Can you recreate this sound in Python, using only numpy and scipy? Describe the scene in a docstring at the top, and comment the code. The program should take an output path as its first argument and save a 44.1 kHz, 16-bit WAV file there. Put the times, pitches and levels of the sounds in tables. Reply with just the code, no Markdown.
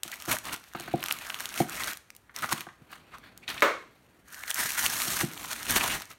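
"""Handbag unwrapped from tissue paper

Hands pull a handbag wrapped in thin tissue out of a gift box, close to the microphone; later the tissue is
peeled back. Tissue: flipping facets and rubbing noise, plus ticks, snaps and puffs of air. Bag: soft bumps
from damped table modes. Card: creaks and taps of band-passed noise; the empty box is put down a little
further off with a hollow knock. A small room of decaying noise answers, over a quiet ambience."""
import sys
import numpy as np
from scipy import signal
from scipy.fft import rfft, irfft, next_fast_len
from scipy.io import wavfile
from scipy.ndimage import uniform_filter1d, map_coordinates

SR = 44100
rng = np.random.default_rng(int(sys.argv[2]) if len(sys.argv) > 2 else 0)


def put_to_file(sound):
    """Save the sound as 16-bit audio at rate SR, in the file named by the first command-line argument."""
    columns = np.atleast_2d(sound).T  # one column per channel
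    safe = np.clip(columns, -1, 1)
    whole_steps = np.round(safe * 32767)
    wavfile.write(sys.argv[1], SR, whole_steps.astype(np.int16))


N = 272538  # samples

# paper spectra: freq_hz, relative_db
SHEET_SPECTRUM = [(250, -33.5), (450, -31.5), (620, -2.5), (820, -3.5), (1100, 0), (1700, -0.5),
                  (2500, -1.5), (3400, -6), (4600, -6.5), (8000, -51)]
CREASE_SPECTRUM = [(1500, -45), (3000, -2.5), (4100, -2), (6400, 1.5), (9000, 1), (12500, 1), (15500, -5.5)]
FLAP_SPECTRUM = [(20, -37), (40, -7), (70, -4), (150, -4), (220, -2.5), (320, -5), (450, -8), (800, -14.5),
                 (2000, -89)]
BUCKLE_DB = -70.5  # crease level below which the paper mostly rubs


def tissue(sheet_db, hiss_db, flap_db, rub_db=-1, hiss_rub_db=-1, catch_db=2.0, flap_trim_db=-0.5):
    """Flipping facets over rubbing noise; buckling takes a larger share as the pull hardens."""
    fold_hz, fold_db = fold()
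    pull = amp(hiss_db) + amp(-50)
    facets = crackle(pull, count=9000, size_spread_db=4.0, centre_hz=2350, spread=0.58, cycles=7.9)
    creases = crackle(pull, count=10000, size_spread_db=5.0, centre_hz=8750, spread=0.25, cycles=1.2)
    buckling = amp(hiss_db) / (amp(hiss_db) + amp(BUCKLE_DB))

    sheet_rub = amp(rub_db) * coloured(rng.standard_normal(N), SHEET_SPECTRUM)
    sheet = unit(buckling * unit(coloured(facets, SHEET_SPECTRUM)) + sheet_rub)
    sheet = folded(sheet, patchy_db=2, fold_hz=fold_hz, fold_db=fold_db)

    hiss_rub = amp(hiss_rub_db) * coloured(rng.standard_normal(N), CREASE_SPECTRUM)
    hiss = unit(buckling * unit(coloured(creases, CREASE_SPECTRUM)) + hiss_rub)
    hiss = folded(hiss, patchy_db=1.43)

    flap = coloured(rng.standard_normal(N), FLAP_SPECTRUM)
    catch = amp(catch_db * wobble(130))  # the sheet catches and slips
    rustle = catch * (amp(sheet_db) * sheet + amp(hiss_db) * hiss)
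    return rustle + amp(flap_db + flap_trim_db) * flap


def crackle(pull, count, size_spread_db, centre_hz, spread, cycles, size=160):
    """Tiny facets flip over, each ringing at its own pitch; the harder the pull, the more of them."""
    starts = np.searchsorted(np.cumsum(pull) / np.sum(pull), rng.random(count)).clip(0, N - 1)
    # most buckles are tiny, a few are large; crowded ones share the energy
    sizes = amp(size_spread_db * np.minimum(rng.exponential(size=count), 4))
    sizes = sizes * rng.choice([-1, 1], count) / np.sqrt(pull[starts])
    hz = np.clip(centre_hz * np.exp(spread * rng.standard_normal((count, 1))), 300, SR / 2.6)
    turns = hz * np.arange(size) / SR
    # fade counted in turns: 60 dB in `cycles`
    grains = sizes[:, None] * np.sqrt(hz) * np.sin(2 * np.pi * turns) * fade(turns, cycles)
    places = starts[:, None] + np.arange(size)
    return unit(np.bincount(places.ravel(), grains.ravel(), N + size)[:N])


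def folded(x, patchy_db, fold_hz=1500, fold_db=0, octaves=0.25):
    """The colour shifts as the paper changes shape: a moving resonance and passing patches."""
    hz, t, z = signal.stft(x, SR, nperseg=512)
    patches = uniform_filter1d(rng.standard_normal(z.shape), size=4, axis=0)
    patches = unit(uniform_filter1d(patches, size=9, axis=1))
    frames = np.minimum((t * SR).astype(int), N - 1)
    centre, height = [np.broadcast_to(c, N)[frames] for c in (fold_hz, fold_db)]
    distance = np.log2((hz[:, None] + 1) / centre) / octaves
    resonance_db = height * (np.exp(-distance ** 2 / 2) - .7)
    return signal.istft(z * amp(patchy_db * patches + resonance_db), nperseg=512)[1][:N]


# hand slides the tissue along, and at 3.476 s the box scrapes: start_s, length_s, rise_s, level_db,
# treble_rel_db, bass_rel_db, fold_pitch_hz, fold_prominence_db
SLIDES = [(0.035, .24, .005, -51, -1.5, -12, 1513, 2), (.43, .11, .025, -40.5, -9, -9.5, 1170, 2.5),
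          (.57, .16, .02, -61, -2, -18, 1200, -1), (0.747, .27, .005, -48.5, -9, -5.5, 1120, -2),
          (1.01, .62, .02, -46, -4.5, -12, 1330, 4), (1.649, .26, .11, -38.5, -2.5, -11.5, 1750, 1.5),
          (2.334, .275, .045, -44, -5.5, -11, 1225, 3.5), (2.662, .81, .25, -62, -14, 1, 1270, 1.5),
          (3.476, .13, 0.0037, -47, -7, -5.5, 2530, 1.5), (3.66, .6, 0.06, -71, -4, 6.5, 1500, -3.5),
          (4.25, .25, .08, -47.5, -4, -17.5, 1630, 10.5), (4.53, .24, .03, -39, 0, -20, 1880, 6),
          (4.771, .455, .02, -37, 2.5, -13, 1540, 5.5), (5.25, .13, .03, -50, -1, -2.5, 1580, 0.5),
          (5.385, .275, .015, -45.5, 1, -8, 1570, -0.5), (5.649, .315, .06, -35, -2.5, -8.5, 1300, 0),
          (5.981, .05, .02, -48, -6, -12, 1210, 0)]
# brief tugs: peak_s, half_length_s, level_db, treble_rel_db, bass_rel_db
TUGS = [(.315, .018, -28.5, -.5, -8), (.535, .008, -35, -2, -7.5), (1.113, .015, -43, 0, -12),
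        (1.414, .018, -42.5, 0, -26), (1.588, .022, -37, 2, -13), (1.881, .002, -30, -7, -25),
        (1.903, .012, -44, 4, -23), (2.44, .012, -38, -8, -4.5), (2.522, .006, -31, 0, -18),
        (2.934, .022, -47.5, -9, -29), (3.14, 0.013, -52, -13.5, -8), (3.263, 0.024, -53, -15.5, -7),
        (3.498, .011, -37, -7, -8.5), (4.495, .014, -39, -2, -24), (4.601, .016, -31, -.5, -16.5),
        (4.659, .008, -36, -1, -10), (4.79, .009, -31, 1, -36), (4.85, .016, -33.5, 2, -11.5),
        (5.004, .012, -42, 7, -20), (5.129, .01, -37.5, 3, -6), (5.213, .008, -35, -2, -4),
        (5.52, .01, -41, 4, -24), (5.708, .018, -33, 3, -6), (5.768, .009, -27, 2, -5),
        (5.85, .025, -36, -1, -11), (6.113, .014, -49, -3.5, -8.5)]
# paper at rest in the hand: sheet_db, creases_db, flapping_db
STILL_DB = [-71, -73, -88]
SETTLE_T60_S = .17  # after a slide
TUG_RELAX = 1.1  # sech release scale, in half lengths


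def handling():
    """Slides build, hold and settle; tugs swell and relax; returns sheet, crease and flap levels in dB."""
    t = np.arange(N) / SR
    power = np.outer(amp(STILL_DB) ** 2, np.ones(N))
    for start_s, length_s, rise_s, db, treble_db, bass_db, _, _ in SLIDES:
        settling = fade(np.maximum(t - start_s - length_s, 0), SETTLE_T60_S)
        effort = np.clip((t - start_s) / rise_s, 0, 1) * settling
        power += np.outer(amp([db, db + treble_db, db + bass_db]) ** 2, effort ** 2)
    for peak_s, half_length_s, db, treble_db, bass_db in TUGS:
        u = np.clip((t - peak_s) / half_length_s, -20, 20)
        effort = np.where(u < 0, np.exp(-u ** 2 / 2), 1 / np.cosh(u / TUG_RELAX))
        power += np.outer(amp([db, db + treble_db, db + bass_db]) ** 2, effort ** 2)
    return 10 * np.log10(power)


def fold():
    """Pitch and prominence of the rubbed fold, gliding from mid-slide to mid-slide."""
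    start_s, length_s, *_, hz, db = np.transpose(SLIDES)
    t = np.arange(N) / SR
    return [np.interp(t, start_s + length_s / 2, column) for column in (hz, db)]


TICK_FROM_DB = -66  # crease level above which ticks set in


def ticks(hiss_db, count=260, level_db=-55, follow=0.25, scatter_db=3.5, centre_hz=8500, spread=0.5,
          t60_s=0.0016):
    """Small creases give way one by one, standing out most under gentle handling."""
    moving = np.cumsum(np.clip(hiss_db - TICK_FROM_DB, 0, 8))
    track, t = np.zeros(N), np.arange(SR // 200) / SR
    for moment, size, pitch in rng.random((count, 3)):
        start = np.searchsorted(moving, moment * moving[-1])
        hz = np.clip(centre_hz * np.exp(spread * 2 * (2 * pitch - 1)), 2000, 14000)
        band = signal.butter(1, [hz * .6, hz * 1.4], "bandpass", fs=SR)
        tick = signal.lfilter(*band, rng.standard_normal(len(t)) * fade(t, t60_s))
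        db = level_db + follow * (hiss_db[start] + 64) + scatter_db * 2 * (2 * size - 1)
        add(track, start / SR, amp(db) * onset_unit(tick, .004))
    return track


# creases that buckle with a snap: start_s, pitch_hz, ring_db, crack_db (ring before its trim)
SNAPS = [(.0335, 3550, -28, -25.5), (.1185, 2356, -56.5, -39), (.141, 2640, -49, -38),
         (.2228, 2955, -37, -39), (.368, 1770, -29, -42), (.3864, 2490, -42, -33.5),
         (.7355, 1563, -42, -46), (.5413, 1980, -33, -34), (.799, 3820, -40.5, -38),
         (1.0287, 2900, -27, -39), (1.0392, 1700, -27, -29.5), (1.0606, 3540, -26, -33),
         (1.0847, 2530, -28.5, -31.5), (1.111, 2750, -18, -38), (1.124, 2290, -53, -22.5),
         (1.3021, 2800, -25, -44), (1.344, 3100, -27, -37), (1.4051, 1560, -27, -31.5),
         (1.4565, 3360, -29, -31.5), (1.836, 3860, -27, -33), (1.8803, 1930, -28.5, -45),
         (1.9719, 1540, -43, -40), (2.1036, 2330, -40.5, -45.5), (2.1505, 2210, -55, -52),
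         (2.1644, 2920, -58, -44), (2.3631, 5460, -31, -34.5), (2.4277, 1520, -31, -57),
         (2.444, 1270, -18, -49), (2.5241, 1050, -17.5, -32), (2.528, 1880, -23, -23),
         (2.6077, 3020, -32.5, -35.5), (3.184, 1260, -45, -51), (3.3764, 3670, -47, -43),
         (4.4372, 2060, -29.5, -63.5), (4.5049, 3120, -29, -25), (4.5122, 3100, -24.5, -31.5),
         (4.544, 2500, -45, -24), (4.6583, 1740, -28.5, -36), (4.7051, 2410, -28, -29),
         (4.792, 1690, -46, -27.5), (4.863, 2900, -18.5, -21.5), (5.019, 2540, -26.5, -27.5),
         (5.21, 2130, -23.5, -44), (5.708, 2120, -48, -21.5), (5.8102, 2480, -22, -45)]
# crack spectrum: freq_hz, relative_db
CRACK_SPECTRUM = [(800, -49), (3000, -1.5), (6500, 0), (9000, -1.5), (13000, -4), (16000, -8.5)]


def snaps(rows, cycles=8, crack_t60_s=0.0062, shiver_t60_s=0.025, shiver_db=-16, ring_trim_db=-4,
          thin_hz=3200, thin_db=14):
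    """A crease gives way with a bright crack and a short shiver; the facet beside it rings briefly."""
    rings, cracks, t = np.zeros(N), np.zeros(N), np.arange(SR // 40) / SR
    for start_s, hz, ring_db, crack_db in rows:
        facet = np.sin(2 * np.pi * hz * t) * fade(t, cycles / hz)
        decay = fade(t, crack_t60_s) + amp(shiver_db) * fade(t, shiver_t60_s)
        crack = rng.standard_normal(len(t)) * decay
        # the less the facet rings, the thinner the crack
        edge_hz = np.clip(thin_hz * 2 ** ((crack_db - ring_db) / thin_db), 800, 9000)
        crack = signal.lfilter(*signal.butter(1, edge_hz, "highpass", fs=SR), crack)
        add(rings, start_s, amp(ring_db + ring_trim_db) * onset_unit(facet, .004))
        add(cracks, start_s, amp(crack_db) * onset_unit(crack, .004))
    # such small facets radiate little bass
    rings = signal.lfilter(*signal.butter(2, 800, "highpass", fs=SR), rings)
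    return rings + coloured(cracks, CRACK_SPECTRUM)


def small_snaps(hiss_db, count=70, level_db=-38, follow=0.44, scatter_db=3, crack_rel_db=-2, centre_hz=2400,
                spread=0.46):
    """Lesser creases give way at random as the paper moves, louder under a harder pull: rows like SNAPS."""
    moving = np.cumsum(np.clip(hiss_db + 58, 0, 6))
    moments = (np.arange(count) + rng.random(count)) / count
    starts = np.searchsorted(moving, moments * moving[-1])
    pitch, ringing, cracking = rng.standard_normal((count, 3)).clip(-2, 2).T
    db = level_db + follow * (hiss_db[starts] + 48)
    hz = centre_hz * np.exp(spread * pitch)
    return list(zip(starts / SR, hz, db + scatter_db * ringing, db + crack_rel_db + scatter_db * cracking))


# lifted sheet wafts air at the microphone: peak_s, half_length_s, level_db
WAFTS = [(5.128, 0.06, -51), (5.715, 0.017, -37), (5.78, 0.018, -46), (5.924, 0.028, -47)]
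WAFT_HZ = 68


def wafts(width=0.58):
    """A broad sheet swung through the air gives a soft, low puff: swelling band-passed noise."""
    t = np.arange(N) / SR
    push = sum(amp(db) * np.exp(-((t - peak_s) / half_length_s) ** 2 / 2) for peak_s, half_length_s, db in WAFTS)
    band = signal.butter(2, [WAFT_HZ / (1 + width), WAFT_HZ * (1 + width)], "bandpass", fs=SR)
    return push * unit(signal.lfilter(*band, rng.standard_normal(N)))


# soft bumps on the table: start_s, level_db (before trim), contact_brightness_hz
BUMPS = [(0.052, -46.5, 438), (0.278, -31.5, 422), (.748, -34.5, 1030), (.8, -40, 600), (0.879, -39.5, 993),
         (.938, -20, 845), (1.602, -17, 824), (2.525, -32, 243), (2.586, -49, 300), (2.667, -43.5, 1110),
         (2.81, -48.5, 129), (5.074, -36.5, 248), (5.232, -23.5, 221)]
# table top modes: freq_hz, relative_db, t60_s
TABLE_MODES = [(134.5, 4, 0.09), (177, 3, 0.062), (223, -1, 0.13), (268, 0, 0.086), (340, 7.5, 0.082),
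               (420, -14, 0.16), (498, -3.5, 0.077), (696, 12, 0.041), (793, 9.5, 0.036)]


def bumps(trim_db=2, press_s=0.00028, room_db=-15):
    """The padded bag excites the table modes; the softer the contact, the duller the thud."""
    track, t = np.zeros(N), np.arange(SR // 3) / SR
    for start_s, db, contact_hz in BUMPS:
        modes = ring(TABLE_MODES, t, scatter_db=.7)
        softness = signal.butter(2, contact_hz, fs=SR)
        thud = signal.lfilter(*softness, modes * (1 - np.exp(-t / press_s)))
        add(track, start_s, amp(db + trim_db) * onset_unit(thud, .006))
    # a small table top radiates little below its first mode
    track = signal.lfilter(*signal.butter(2, 85, "highpass", fs=SR), track)
    return track + amp(room_db) * room(track)


# box lands on one edge, then flat: start_s, level_db (before trims)
LANDING = [(3.622, -15), (3.6261, -20)]
# hollow cardboard box modes: freq_hz, relative_db, t60_s
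BOX_MODES = [(217, -16.5, .1), (320.6, -10.5, 0.21), (415, -15, 0.099), (444, -14, 0.073), (498, -11, .06),
             (570, -8.5, 0.15), (1076, 1, 0.086), (1380, 5, 0.013), (1740, 1.5, 0.024), (2060, 2.5, 0.022),
             (2183, 12.5, 0.017)]
# clack spectrum: freq_hz, relative_db
CLACK_SPECTRUM = [(100, -30.5), (200, -16.5), (350, -1), (600, 3), (820, -8), (1100, 5.5), (2250, -5),
                  (2900, -12), (4200, -15), (5000, -19.5), (7000, -22.5), (10000, -29), (16000, -24)]


def box(walls_db=-5, clack_t60_s=0.036, wall_room_db=-4, clack_room_db=1):
    """The empty box lands further off: a dry clack, the ring of its walls and much room."""
    walls, clacks, t = np.zeros(N), np.zeros(N), np.arange(SR * 2 // 3) / SR
    for start_s, db in LANDING:
        add(walls, start_s, amp(db + walls_db) * onset_unit(ring(BOX_MODES, t, scatter_db=1), .006))
        clack = rng.standard_normal(len(t)) * fade(t, clack_t60_s)
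        add(clacks, start_s, amp(db) * onset_unit(clack, .006))
        add(clacks, start_s, amp(db + clack_room_db) * onset_unit(room_tail(), .006))
    return walls + amp(wall_room_db) * room(walls) + coloured(clacks, CLACK_SPECTRUM)


# cardboard box grazed or nudged: start_s, level_db, pitch_hz, t60_s
TAPS = [(.7485, -34, 1210, 0.036), (0.8772, -38, 1360, 0.024), (2.295, -49, 1490, .04),
        (2.6679, -43, 1110, 0.023), (2.6875, -44, 1360, 0.032), (3.479, -30, 2980, .06),
        (3.5005, -34.5, 3340, 0.045), (3.5783, -35.5, 2600, .04)]


def taps(width=0.39, room_db=-7):
    """Light contacts on card: a short burst of noise in one broad band."""
    track, t = np.zeros(N), np.arange(SR // 10) / SR
    for start_s, db, hz, t60_s in TAPS:
        band = signal.butter(2, [hz / (1 + width), hz * (1 + width)], "bandpass", fs=SR)
        burst = signal.lfilter(*band, rng.standard_normal(len(t)) * fade(t, t60_s))
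        add(track, start_s, amp(db) * onset_unit(burst, .006))
    return track + amp(room_db) * room(track)


# cardboard rubs with a brief hoarse creak: peak_s, half_length_s, pitch_hz, level_db
CREAKS = [(0.133, 0.0067, 1920, -37), (0.343, 0.0044, 640, -34.5), (2.434, 0.0063, 1310, -32),
          (2.441, 0.0069, 1280, -30), (3.149, 0.0092, 1200, -43), (3.437, 0.008, 2390, -50.5),
          (5.812, 0.0049, 2570, -28), (5.839, 0.015, 1750, -38), (5.84, 0.0077, 756, -34)]


def creaks(width=0.12):
    """Quick stick and slip, as swelling noise, in one narrow resonance of the card."""
    track, t = np.zeros(N), np.arange(N) / SR
    for peak_s, half_length_s, hz, db in CREAKS:
        tone = signal.lfilter(*signal.iirpeak(hz, 1 / width, fs=SR), rng.standard_normal(N))
        swell = np.exp(-((t - peak_s) / half_length_s) ** 2 / 2)
        track += amp(db) * onset_unit(tone * swell, 2 * half_length_s)
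    return track


# ambience spectrum: freq_hz, relative_db
AMBIENT_SPECTRUM = [(20, -25), (60, 7), (130, 2.5), (250, -1), (500, -5.5), (1500, -8.5), (3000, -19),
                    (5000, -31), (15500, -50.5)]


def ambient(level_db=-65.0):
    """The quiet room: steady coloured noise."""
    return amp(level_db) * coloured(rng.standard_normal(N), AMBIENT_SPECTRUM)


# room decay: freq_hz, t60_s
ROOM_DECAY = [(100, 0.42), (400, 0.37), (1500, 0.37), (4000, 0.41), (8000, 0.41), (16000, 0.2)]


def room_tail(build_up_s=0.0029):
    """The answer of a small furnished room: noise, each frequency dying at its own speed."""
    hz, t, z = signal.stft(rng.standard_normal(SR * 2 // 3), SR, nperseg=256)
    tail = signal.istft(z * fade(t, along(ROOM_DECAY, hz)[:, None]), SR, nperseg=256)[1]
    tail = tail * (1 - np.exp(-np.arange(len(tail)) / SR / build_up_s))
    return tail / np.linalg.norm(tail)


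def room(x):
    """x as it comes back from the room."""
    return signal.fftconvolve(x, room_tail())[:N]


def ring(modes, t, scatter_db):
    """Damped modes with alternating signs, struck at new strengths each time."""
    hz, db, t60_s = np.transpose(modes)[:, :, None]
    sign = (-1) ** np.arange(len(modes))[:, None]
    strength = sign * amp(db + scatter_db * rng.standard_normal(db.shape))
    return np.sum(strength * fade(t, t60_s) * np.sin(2 * np.pi * hz * t), axis=0)


def amp(db):
    """Decibels to gain."""
    return 10 ** (np.asarray(db) / 20)


def unit(x):
    """x at rms 1."""
    return x / np.sqrt(np.mean(x ** 2) + 1e-20)


def onset_unit(x, span_s):
    """x scaled to hold as much energy as span_s seconds at rms 1."""
    return x * np.sqrt(span_s * SR / (np.sum(x ** 2) + 1e-20))


def fade(t, t60):
    """A decay of 60 dB over t60, in the unit of t."""
    return np.exp(-np.log(1000) * t / t60)


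def wobble(rate_hz):
    """A smooth random curve, rate_hz knots a second."""
    return map_coordinates(rng.standard_normal(N // 16), [np.arange(N) * rate_hz / SR], mode="wrap")


def add(track, start_s, sound):
    """Mix a sound into the track at start_s."""
    start = max(0, round(start_s * SR))
    track[start:start + len(sound)] += sound[:max(0, len(track) - start)]


def along(points, hz):
    """(Hz, value) points read on a log frequency axis."""
    f, v = np.transpose(points)
    return np.interp(np.log(hz + 1), np.log(f), v)


def filtered(x, response):
    """x times a response of frequency."""
    size = next_fast_len(len(x) + 8192)
    return irfft(rfft(x, size) * response(np.fft.rfftfreq(size, 1 / SR)), size)[:len(x)]


def coloured(x, spectrum, size=4096):
    """x through a causal minimum-phase filter of energy 1 with the given spectrum."""
    cepstrum = irfft(np.log(amp(along(spectrum, np.fft.rfftfreq(size, 1 / SR)))))
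    # fold the cepstrum onto positive time: minimum phase
    cepstrum[1:size // 2] *= 2
    cepstrum[size // 2 + 1:] = 0
    kernel = irfft(np.exp(rfft(cepstrum)))
    return signal.fftconvolve(x, kernel / np.linalg.norm(kernel))[:len(x)]


def scene():
    """Paper and bag are close and fairly dry, over a quiet room."""
    sheet_db, hiss_db, flap_db = handling()
    paper = tissue(sheet_db, hiss_db, flap_db) + ticks(hiss_db)
    paper = paper + snaps(list(SNAPS) + small_snaps(hiss_db)) + creaks()
    close = paper + amp(-14.5) * room(paper) + wafts() + bumps()
    return (close + taps() + box() + ambient())[None]


# microphone port dips: centre_hz, width_hz, depth_db
PORT_DIPS = [(4880, 360, -3.5), (7600, 440, -3), (10470, 640, -3.5)]
TOP_HZ = 15900  # band limit


def record(dry):
    """The microphone port carves dips into the treble; a steep low-pass sets the band limit."""
    def response(hz):
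        dips_db = sum(db * np.exp(-((hz - centre_hz) / width_hz) ** 2) for centre_hz, width_hz, db in PORT_DIPS)
        return amp(dips_db) / np.sqrt(1 + (hz / TOP_HZ) ** 200)
    return filtered(dry[0], response)[None]


dry = scene()
out = record(dry)
put_to_file(out)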